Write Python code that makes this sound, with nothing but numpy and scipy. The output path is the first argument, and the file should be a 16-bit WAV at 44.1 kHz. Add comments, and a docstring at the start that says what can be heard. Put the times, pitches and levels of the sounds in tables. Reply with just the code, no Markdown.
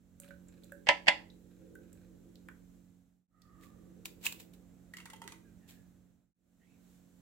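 """On a stone kitchen counter thick juice is strained over a glass while a fan hums.
Struck steel rings as decaying modes under clattering noise: two knocks on a vessel's rim, light ticks, scuffs.
Wet pulp squelches as swelling noise and popping air; a thin stream plops into the full glass as bubbles ring.
The fan sums shaft harmonics and filtered noise; a drone, hiss, whine and whistles are wavering tones and noise.
The sound fades out and in again twice between the stages of the work."""
import sys
import numpy as np
from scipy import signal
from scipy.fft import rfft, irfft, next_fast_len
from scipy.io import wavfile
from scipy.ndimage import map_coordinates

SR = 44100
rng = np.random.default_rng(int(sys.argv[2]) if len(sys.argv) > 2 else 0)


def put_to_file(sound):
    """Save the sound as 16-bit audio at rate SR, in the file named by the first command-line argument."""
    columns = np.atleast_2d(sound).T  # one column per channel
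    safe = np.clip(columns, -1, 1)
    whole_steps = np.round(safe * 32767)
    wavfile.write(sys.argv[1], SR, whole_steps.astype(np.int16))


N = 317946
TIME = np.arange(N) / SR
AGE = np.arange(SR // 2) / SR  # time since an event [s]

# reverberation of the kitchen: (frequency [Hz], t60 [s])
ROOM_T60 = [(200, .35), (800, .36), (2000, 0.29), (4500, 0.28), (9000, 0.27), (16000, 0.36)]
# silent points between the stages of the work: (time [s], fade-out [s], fade-in [s])
STAGE_BREAKS = [(3.275, 0.53, 0.37), (6.34, 0.53, 0.48)]
OPENING_GAIN, OPENING_S = 0.47, 0.34  # the first fade-in starts at this gain

# spectrum of the hiss: (frequency [Hz], relative level [dB])
HISS_SPECTRUM = [(1000, -5.5), (3000, -8), (4000, -6.5), (4700, -11), (5900, -7.5), (6500, -8),
                 (7300, -0.5), (8600, -9.5), (15800, -9)]
# one rise and fall of the hiss near the end: (peak time [s], level [dB], standard deviation [s])
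HISS_RISE = (6.92, -73.5, 0.076)
# resonances of the drone: (frequency [Hz], half-width [Hz], relative level [dB])
DRONE_MODES = [(326.8, 11, -2), (380, 14, -14.5), (441, 29, -8), (520, 27, -10.5)]
# swells of the drone above its rest: (peak time [s], level [dB], standard deviation [s])
DRONE_SWELLS = [(1.0, -63.5, .5), (1.73, -57.5, 0.13), (2.199, -65, 0.36), (4.12, -63, 0.42),
                (5.249, -65, 0.19)]
DRONE_REST_DB = -77.5

# lines of the fan motor: (multiple of the shaft rate, mean level before the stage gain [dB])
MOTOR_LINES = [(1, -76), (4, -62.5), (5, -70.5), (6, -69.5)]
# spectrum of the fan's air: (frequency [Hz], relative level [dB])
AIR_SPECTRUM = [(16, -55), (28, -27.5), (45, -3.5), (75, -1.5), (120, -1.5), (210, -8), (300, -9),
                (380, -16.5), (520, -18), (700, -21), (1000, -30.5), (1500, -28.5), (3200, -42.5),
                (9000, -61)]
# gains of the fan, one row a stage: (hum [dB], air [dB], rumble [dB])
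FAN_STAGE_GAINS = [(0.74, -1.7, 1), (-0.5, 0.8, 0.5), (-4.5, -2, -6.5)]
SHAFT_HZ, RUMBLE_HZ = 45.05, 130  # rumble is the air noise below RUMBLE_HZ

# faint gliding tones: (start [s], length [s], start pitch [Hz], end pitch [Hz], width [Hz], level [dB])
WHISTLE_GLIDES = [(3.3, 0.39, 1264, 1180, 110, -67.5), (5.417, 0.12, 1620, 1570, 90, -76),
                  (5.589, 0.23, 1850, 1694, 200, -77), (6.591, .1, 1750, 2250, 260, -71.5),
                  (6.65, .14, 2590, 2370, 379, -78)]
WHISTLE_ATTACK_S, WHISTLE_RELEASE_SHARE = 0.049, 0.31  # release time constant as a share of the length

# shifts of the strainer in the hand: (start [s], end [s], mean level [dB])
HAND_SHIFTS = [(0.211, 0.319, -62), (0.464, 0.697, -71), (1.484, 1.68, -78), (1.799, 2.05, -75)]
# spectrum of the slips: (frequency [Hz], relative level [dB])
SCUFF_SPECTRUM = [(500, -10.5), (1100, -10), (1550, 6), (2000, -8), (2500, -1), (3200, -12), (4000, -4),
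                  (5200, -17), (7400, -14), (15000, -25.5)]
SCUFFS_PER_S, SCUFF_DECAY_S = 45, 0.008

# light touches of the strainer:
# (time [s], level [dB], pitch [Hz], width [Hz], bright snap level [dB], low ring level [dB])
LIGHT_TOUCHES = [(0.2002, -46.5, 8500, 1000, -41, -61.5), (0.234, -56, 2480, 900, -68, -61),
                 (0.287, -61, 3100, 1400, -59, -57.5), (0.307, -45.5, 1494, 129, -69, -56.5),
                 (0.484, -57.5, 7300, 700, -69, -74), (0.6352, -58, 3950, 498, -59, -64.5),
                 (0.643, -58, 7300, 300, -55, -78), (0.7202, -43.5, 1580, 140, -49.5, -50.5),
                 (1.3, -55, 3870, 299, -79, -82), (1.7531, -48, 1515, 110, -55, -70),
                 (1.9291, -59, 7690, 500, -54.5, -73), (2.3554, -57.5, 3650, 1600, -62, -71),
                 (2.486, -42.5, 1462, 330, -56, -76), (3.4185, -53, 4410, 3510, -53, -80.5)]
# spectrum of the bright snap: (frequency [Hz], relative level [dB])
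SNAP_SPECTRUM = [(500, -24), (2000, -12), (5500, -16), (7500, 1.5), (9500, -3.5), (13000, -1), (16000, -6)]
TICK_DECAY_S = 0.004

# air squeezed through wet pulp: (time [s], pop level before a 3 dB lift [dB], pop pitch [Hz],
# fizz level [dB], fizz build-up time constant [s], fizz decay time constant [s])
PULP_SQUEEZES = [(3.636, -50, 2010, -61, 0.019, 0.031), (4.0561, -32.5, 2410, -34.5, 0.0012, 0.0067),
                 (4.2600, -49, 3116, -31, 0.011, 0.006), (4.2655, -15, 2584, -24, 0.00047, 0.0022),
                 (4.2699, -24.5, 2900, -33, 0.0013, 0.0084), (4.3238, -43, 2440, -36.5, 0.00058, 0.0044),
                 (4.402, -73, 2630, -50.5, 0.0077, 0.017), (4.536, -68.5, 3010, -60.5, .002, 0.015),
                 (5.690, -53, 3340, -55.5, 0.0067, 0.04)]
# spectrum of the fizz: (frequency [Hz], relative level [dB])
FIZZ_SPECTRUM = [(300, -17), (900, -2.5), (1300, -7.5), (2500, 2), (3400, 0), (4000, 1.5), (4700, -3.5),
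                 (6400, -5), (7300, 1.5), (9600, -7.5), (12200, -3.5), (16000, -5)]
FIZZ_SHARPNESS = 0.12  # 0-1, share of the previous sample subtracted

# blobs landing in the glass: (time [s], bubble level [dB], bubble pitch [Hz], splash level [dB])
BLOBS = [(4.9372, -37.5, 1883, -47.5), (4.9683, -48, 2050, -45.5), (4.984, -44, 2110, -53.5),
         (5.001, -43, 2700, -50.5), (5.056, -51, 905, -44.5), (5.1005, -64, 2900, -47.5),
         (5.1333, -46.5, 867, -48), (5.161, -77, 1000, -57.5), (5.2176, -42.5, 903, -46.5),
         (5.240, -52, 890, -55), (5.250, -54, 400, -64), (5.2770, -58, 1890, -45.5),
         (5.3194, -51, 900, -46)]
# spectrum of the splash: (frequency [Hz], relative level [dB])
SPLASH_SPECTRUM = [(410, -58), (700, -17), (898, -12), (1020, -6.5), (1770, -12), (2020, -1), (2330, -30),
                   (2660, -9.5), (5260, -15), (8100, -12), (12500, -20.5), (16000, -23)]
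BUBBLE_CYCLES, SPLASH_DECAY_S = 10.4, 0.0062  # a main bubble falls to 1/e in so many cycles

# steel meeting the rim, a graze and then the blow:
# (time [s], clatter level [dB], decay time constant [s], contact brightness as a low-pass corner [Hz])
RIM_CONTACTS = [(0.8628, -52, .006, 14000), (0.8691, -25.5, .012, 1700), (0.8846, -24.5, .003, 3500),
                (0.888, -10, .003, 8000), (0.8922, -15.5, .012, 2050), (0.9075, -21, .006, 1110),
                (1.0614, -49.5, .006, 12000), (1.0695, -26.5, .011, 2600), (1.0796, -16, .005, 2960),
                (1.0834, -9.5, .003, 8000), (1.0870, -15.5, .008, 3500)]
# the two full blows: (time [s])
FULL_BLOWS = [0.8882, 1.0815]
# modes of strainer and vessel ringing together, struck at two spots:
# (frequency [Hz], first blow before a 1 dB cut [dB], second blow before the same cut [dB], t60 [s])
STEEL_MODES = [(309, -44, -44, .3), (566, -25.5, -32, .16), (628, -29, -36, .14), (754, -32, -36, .17),
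               (782, -30, -33, .13), (831, -32, -32, 0.17), (934, -24, -34, .16), (992, -22.5, -27, 0.16),
               (1319, -37.5, -46, .18), (1631, -43, -36, .14), (1796, -27, -32, .14),
               (1897, -31, -34, 0.17), (2011, -26, -29, .13), (2064, -23, -22, 0.15), (2260, -31, -32, .13),
               (2289, -26, -34, .15), (2401, -46, -36, .16), (2514, -33, -43, .15), (2634, -29, -27, .1),
               (2772, -37, -44, .17), (2859, -40, -37, .18), (3033, -34, -33, .11), (3230, -38, -35, .12),
               (3390, -38, -30, .14), (3698, -45, -39, .17), (4260, -45.5, -45, .15)]
# spectrum of the clatter: (frequency [Hz], relative level [dB])
CLATTER_SPECTRUM = [(25, -45.5), (100, -17.5), (400, -20), (570, -5.5), (980, -6.5), (1200, -21),
                    (1550, -12.5), (2050, 3), (2430, -7.5), (2680, -2.5), (3150, -4), (4000, -16),
                    (4750, -10), (6000, -22.5), (7400, -21.5), (16000, -48.5)]
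# place of the knocks between the microphones: (frequency [Hz], left minus right [dB])
KNOCK_LEAN = [(60, -6.5), (110, -7.5), (200, -5.5), (380, -2.5), (700, -2.0), (1290, -6.5), (2380, -1.5),
              (4400, -4.0), (8120, -4.5), (15000, -3.0)]


def undb(db):
    """Convert a level in decibels to an amplitude ratio."""
    return 10 ** (np.asarray(db) / 20)


def unit(x):
    """Normalise a signal to an rms of one."""
    return x / np.sqrt(np.mean(x ** 2))


def add(track, s, sound):
    """Superpose a sound on a track from s seconds on."""
    start = max(int(s * SR), 0)
    part = sound[..., :N - start]
    track[..., start:start + part.shape[-1]] += part


def on_log_axis(hz, points):
    """Interpolate (frequency, value) points on a logarithmic frequency axis."""
    f, value = np.transpose(points)
    return np.interp(np.log(np.maximum(hz, 1)), np.log(f), value)


def colour(x, points, size=4096):
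    """Minimum-phase filtering to a given spectrum; white noise keeps its level."""
    hz = np.arange(size // 2 + 1) * SR / size
    cepstrum = irfft(np.log(undb(on_log_axis(hz, points))))
    # folding the cepstrum makes the response causal
    cepstrum[1:size // 2] *= 2
    cepstrum[size // 2 + 1:] = 0
    response = irfft(np.exp(rfft(cepstrum)))
    response /= np.linalg.norm(response)
    return signal.fftconvolve(x, response[None])[:, :x.shape[1]]


def resonate(x, hz, width):
    """A second-order resonance selects a band; white noise keeps its level."""
    b, a = signal.iirpeak(min(hz, SR / 2 - 2000), hz / width, SR)
    return signal.lfilter(b, a, x) * np.sqrt(SR / (np.pi * width))


def noise(count, alike):
    """A shared component sets the correlation of left and right noise."""
    shared, *separate = rng.standard_normal((3, count))
    return np.sqrt(alike) * shared + np.sqrt(1 - alike) * np.array(separate)


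def burst(decay, alike):
    """A rush of tiny contacts is noise under an exponential decay."""
    return noise(len(AGE), alike) * np.exp(-AGE / decay)


def walk(rate):
    """Smoothly interpolated random values, rate knots a second, fluctuate with an rms of one."""
    knots = rng.standard_normal(512)
    return unit(map_coordinates(knots, [TIME * rate], order=2, mode="mirror"))


def swell(s, db, spread):
    """A Gaussian envelope raises and lowers the gain around s seconds."""
    return undb(db) * np.exp(-.5 * ((TIME - s) / spread) ** 2)


def wavering(hz, width, count=N):
    """Slow random modulation of amplitude and phase spreads a tone over width Hz."""
    slow = signal.butter(2, width / 2, fs=SR, output="sos")
    flutter = signal.sosfilt(slow, noise(count, alike=0.24) + 1j * noise(count, alike=0.65))
    carrier = np.exp(2j * np.pi * np.cumsum(hz * np.ones(count)) / SR)
    return unit((flutter * carrier).real)


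def pan(x, left_db, count=0):
    """Level difference places a sound; it reaches the right microphone count samples late."""
    ears = np.array([x[0], np.roll(x[1], count)])
    return ears * undb(np.array([[left_db], [-left_db]]) / 2)


def balance(x, points):
    """A level difference that varies with frequency places each band separately."""
    size = next_fast_len(N, True)
    left_db = on_log_axis(np.arange(size // 2 + 1) * SR / size, points)
    return irfft(rfft(x, size) * undb(np.array([left_db, -left_db]) / 2), size)[:, :N]


def kitchen(x, wet_db):
    """Dense reflections from counter and walls decay at a rate set by frequency."""
    hz, t, bands = signal.stft(rng.standard_normal((2, len(AGE))), SR, nperseg=256)
    decay = np.exp(-np.log(1000) * t / on_log_axis(hz, ROOM_T60)[:, None])
    tail = signal.istft(bands * decay)[1][:, :len(AGE)]
    tail *= 1 - np.exp(-AGE / 0.004)
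    tail /= np.linalg.norm(tail, axis=1, keepdims=True)
    return x + undb(wet_db) * signal.fftconvolve(x, tail, axes=1)[:, :N]


def hiss():
    """Broadband noise of shaped spectrum adds in power to one Gaussian swell."""
    gain = np.hypot(undb(-75.0), swell(*HISS_RISE))
    return pan(gain * colour(noise(N, alike=0.16), HISS_SPECTRUM), left_db=-2.0)


def whine():
    """Random modulation broadens a faint high tone."""
    return pan(undb(-90.5) * wavering(hz=6150, width=90), left_db=-2.0)


def drone():
    """Low narrow-band tones sum, and their power swells out of a resting level."""
    power = undb(DRONE_REST_DB) ** 2 + sum(swell(*row) ** 2 for row in DRONE_SWELLS)
    tones = unit(sum(undb(db) * wavering(hz, 2 * half_width) for hz, half_width, db in DRONE_MODES))
    return pan(tones * np.sqrt(power), left_db=-4.0)


def fan():
    """Slightly wavering shaft harmonics add to the rush and rumble of air, with fixed gains in each stage."""
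    turn = 2 * np.pi * np.cumsum(SHAFT_HZ * (1 + 0.0006 * walk(4))) / SR
    hum = np.zeros(N)
    for multiple, db in MOTOR_LINES:
        line = np.sin(multiple * turn + 2 * np.pi * rng.random())
        hum += np.sqrt(2) * undb(db + 1.1 * walk(9)) * line
    air = undb(-64.0 + 0.67 * walk(2.0)) * colour(noise(N, alike=0.49), AIR_SPECTRUM)
    rumble = signal.sosfiltfilt(signal.butter(2, RUMBLE_HZ, fs=SR, output="sos"), air)
    rush = air - rumble
    # the gains step at the silent points
    stage = np.searchsorted([s for s, _, _ in STAGE_BREAKS], TIME)
    hum_gain, rush_gain, rumble_gain = undb(FAN_STAGE_GAINS)[stage].T
    flow = rush * rush_gain + rumble * rumble_gain
    return pan([hum, hum], left_db=-7.5) * hum_gain + pan(flow, left_db=-6.5)


def whistles():
    """Narrow-band tones glide in pitch, each with a weaker inharmonic partner above it."""
    out = np.zeros((2, N))
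    age = np.arange(SR) / SR
    for s, length, start_hz, end_hz, width, db in WHISTLE_GLIDES:
        pitch = np.interp(age, [0, length], [start_hz, end_hz])
        partner = wavering(1.52 * pitch, 2 * width, count=SR)
        tone = wavering(pitch, width, count=SR) + undb(-10.5) * partner
        attack = np.minimum(age / WHISTLE_ATTACK_S, 1)
        since_release = np.maximum(age + WHISTLE_ATTACK_S - length, 0)
        release = np.exp(-since_release / (WHISTLE_RELEASE_SHARE * length))
        add(out, s, undb(db) * attack * release * tone)
    return pan(out, left_db=-6.5)


def scuffs():
    """Tiny slips of the strainer at uneven intervals each release a decaying burst of noise."""
    slips = np.zeros((2, N))
    for start, end, db in HAND_SHIFTS:
        for s in np.arange(start, end, 1 / SCUFFS_PER_S):
            slip_s = s + rng.random() / SCUFFS_PER_S
            slip_gain = undb(db + 2.65 * rng.standard_normal())
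            add(slips, slip_s, slip_gain * burst(SCUFF_DECAY_S, alike=0.5))
    return pan(kitchen(colour(slips, SCUFF_SPECTRUM), wet_db=-5.5), left_db=-4.0)


def ticks():
    """The hand damps light touches to a short resonance, a bright snap and a low mode of the steel."""
    body, snap = np.zeros((2, N)), np.zeros((2, N))
    low_mode = np.sin(2 * np.pi * 565 * AGE) * np.exp(-AGE / 0.037)
    for s, db, hz, width, snap_db, low_db in LIGHT_TOUCHES:
        narrow = resonate(burst(TICK_DECAY_S, alike=0.46), hz, width)
        touch = resonate(narrow, 1.1 * hz, 0.45 * hz)
        # every touch gets the mean energy of an unfiltered burst
        energy = np.mean(np.sum(touch ** 2, axis=1))
        touch *= np.sqrt(TICK_DECAY_S * SR / 2 / energy)
        add(body, s, undb(db) * touch + undb(low_db) * low_mode)
        add(snap, s, undb(snap_db) * burst(0.0025, alike=0.16))
    return pan(kitchen(body + colour(snap, SNAP_SPECTRUM), wet_db=-5.5), left_db=-4.0)


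def bubble(hz, decay, rise):
    """An air pocket rings as a damped oscillator and climbs in pitch as it opens."""
    pitch = hz * (1 + rise * (1 - np.exp(-AGE / (2 * decay))))
    envelope = np.exp(-AGE / decay) * (1 - np.exp(-AGE / 0.00051))
    return np.sin(2 * np.pi * np.cumsum(pitch) / SR) * envelope


def squelches():
    """Foam noise grows exponentially until a pocket of air pops, then decays."""
    pops, fizz = np.zeros((2, N)), np.zeros((2, N))
    lead = AGE[-1] / 2  # the fizz peaks in mid-buffer, together with the pop
    for s, pop_db, hz, fizz_db, build, decay in PULP_SQUEEZES:
        add(pops, s, undb(pop_db + 3.0) * bubble(hz, decay=0.0013, rise=0.015))
        envelope = np.exp(-np.maximum((lead - AGE) / build, (AGE - lead) / decay))
        # random gains make the noise grainy
        grains = unit(undb(3.34 * rng.exponential(size=len(AGE)))) * noise(len(AGE), alike=0.034)
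        # fine foam bursts with less bass and more treble
        foam = signal.lfilter([1, -FIZZ_SHARPNESS], 1, grains)
        add(fizz, s - lead, undb(fizz_db) * envelope * foam)
    popping = kitchen(pan(pops, left_db=-6.0, count=3), wet_db=-12)
    fizzing = kitchen(pan(colour(fizz, FIZZ_SPECTRUM), left_db=-1.5), wet_db=-9.0)
    return popping + fizzing


def drops():
    """Each blob slaps the surface and traps a ringing bubble, which the thick juice damps quickly."""
    plops, splash = np.zeros((2, N)), np.zeros((2, N))
    for s, db, hz, splash_db in BLOBS:
        add(plops, s, undb(db) * bubble(hz, BUBBLE_CYCLES / hz, rise=0.065))
        # eight more bubbles follow in the splash, the later the weaker
        for delay, pitch in rng.random((8, 2)):
            follower = bubble(1100 + 2100 * pitch, decay=0.005, rise=0.083)
            add(plops, s + 0.031 * delay ** 2, undb(splash_db - 5 - 9.8 * delay) * follower)
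        # the spray level jumps every 32 samples
        steps = np.repeat(rng.standard_normal(len(AGE)), 32)[:len(AGE)]
        spray = unit(undb(3 * steps))
        add(splash, s, undb(splash_db) * spray * burst(SPLASH_DECAY_S, alike=0.22))
    return pan(kitchen(plops + colour(splash, SPLASH_SPECTRUM), wet_db=-5.5), left_db=-2.5, count=4)


def knocks():
    """Each contact clatters as decaying noise; the two full blows excite the modes of the steel."""
    hz, *strike_db, t60 = np.transpose(STEEL_MODES)
    ring, clatter = np.zeros((2, N)), np.zeros((2, N))
    for s, db in zip(FULL_BLOWS, strike_db):
        phase, lean = rng.random(len(hz)), rng.standard_normal(len(hz))
        turns = hz[:, None] * AGE + phase[:, None]
        modes = np.exp(2j * np.pi * turns - np.log(1000) * AGE / t60[:, None])
        # every mode reaches the two microphones with a phase of its own
        ears = 1 + 0.5j * lean * np.array([[1], [-1]])
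        add(ring, s, ((ears * undb(db)) @ modes).imag * (1 - np.exp(-AGE / 0.0018)))
    for s, db, decay, bright_hz in RIM_CONTACTS:
        pole = np.exp(-2 * np.pi * bright_hz / SR)
        contact = signal.lfilter([1 - pole], [1, -pole], burst(decay, alike=0.19))
        add(clatter, s, undb(db) * contact)
    ringing = kitchen(undb(-1.0) * ring, wet_db=-19)
    clattering = kitchen(colour(clatter, CLATTER_SPECTRUM), wet_db=-13.0)
    return balance(ringing + clattering, KNOCK_LEAN)


def fades():
    """Linear ramps of gain rise at the opening, and fall to silence and rise again at each break."""
    gain = np.interp(TIME, [0, OPENING_S], [OPENING_GAIN, 1])
    for s, fade_out, fade_in in STAGE_BREAKS:
        gain = gain * np.interp(TIME, [s - fade_out, s, s + fade_in], [1, 0, 1])
    return gain


def scene():
    """Superposition of the steady sounds and the work at the counter, under the fades."""
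    steady = hiss() + whine() + drone() + fan()
    work = scuffs() + ticks() + squelches() + drops() + knocks()
    return (steady + whistles() + work) * fades()


def record(dry):
    """A steep elliptic low-pass filter removes the treble above 15950 Hz."""
    return signal.sosfilt(signal.ellip(10, 0.2, 70, 15950, fs=SR, output="sos"), dry)


dry = scene()
out = record(dry)
put_to_file(out)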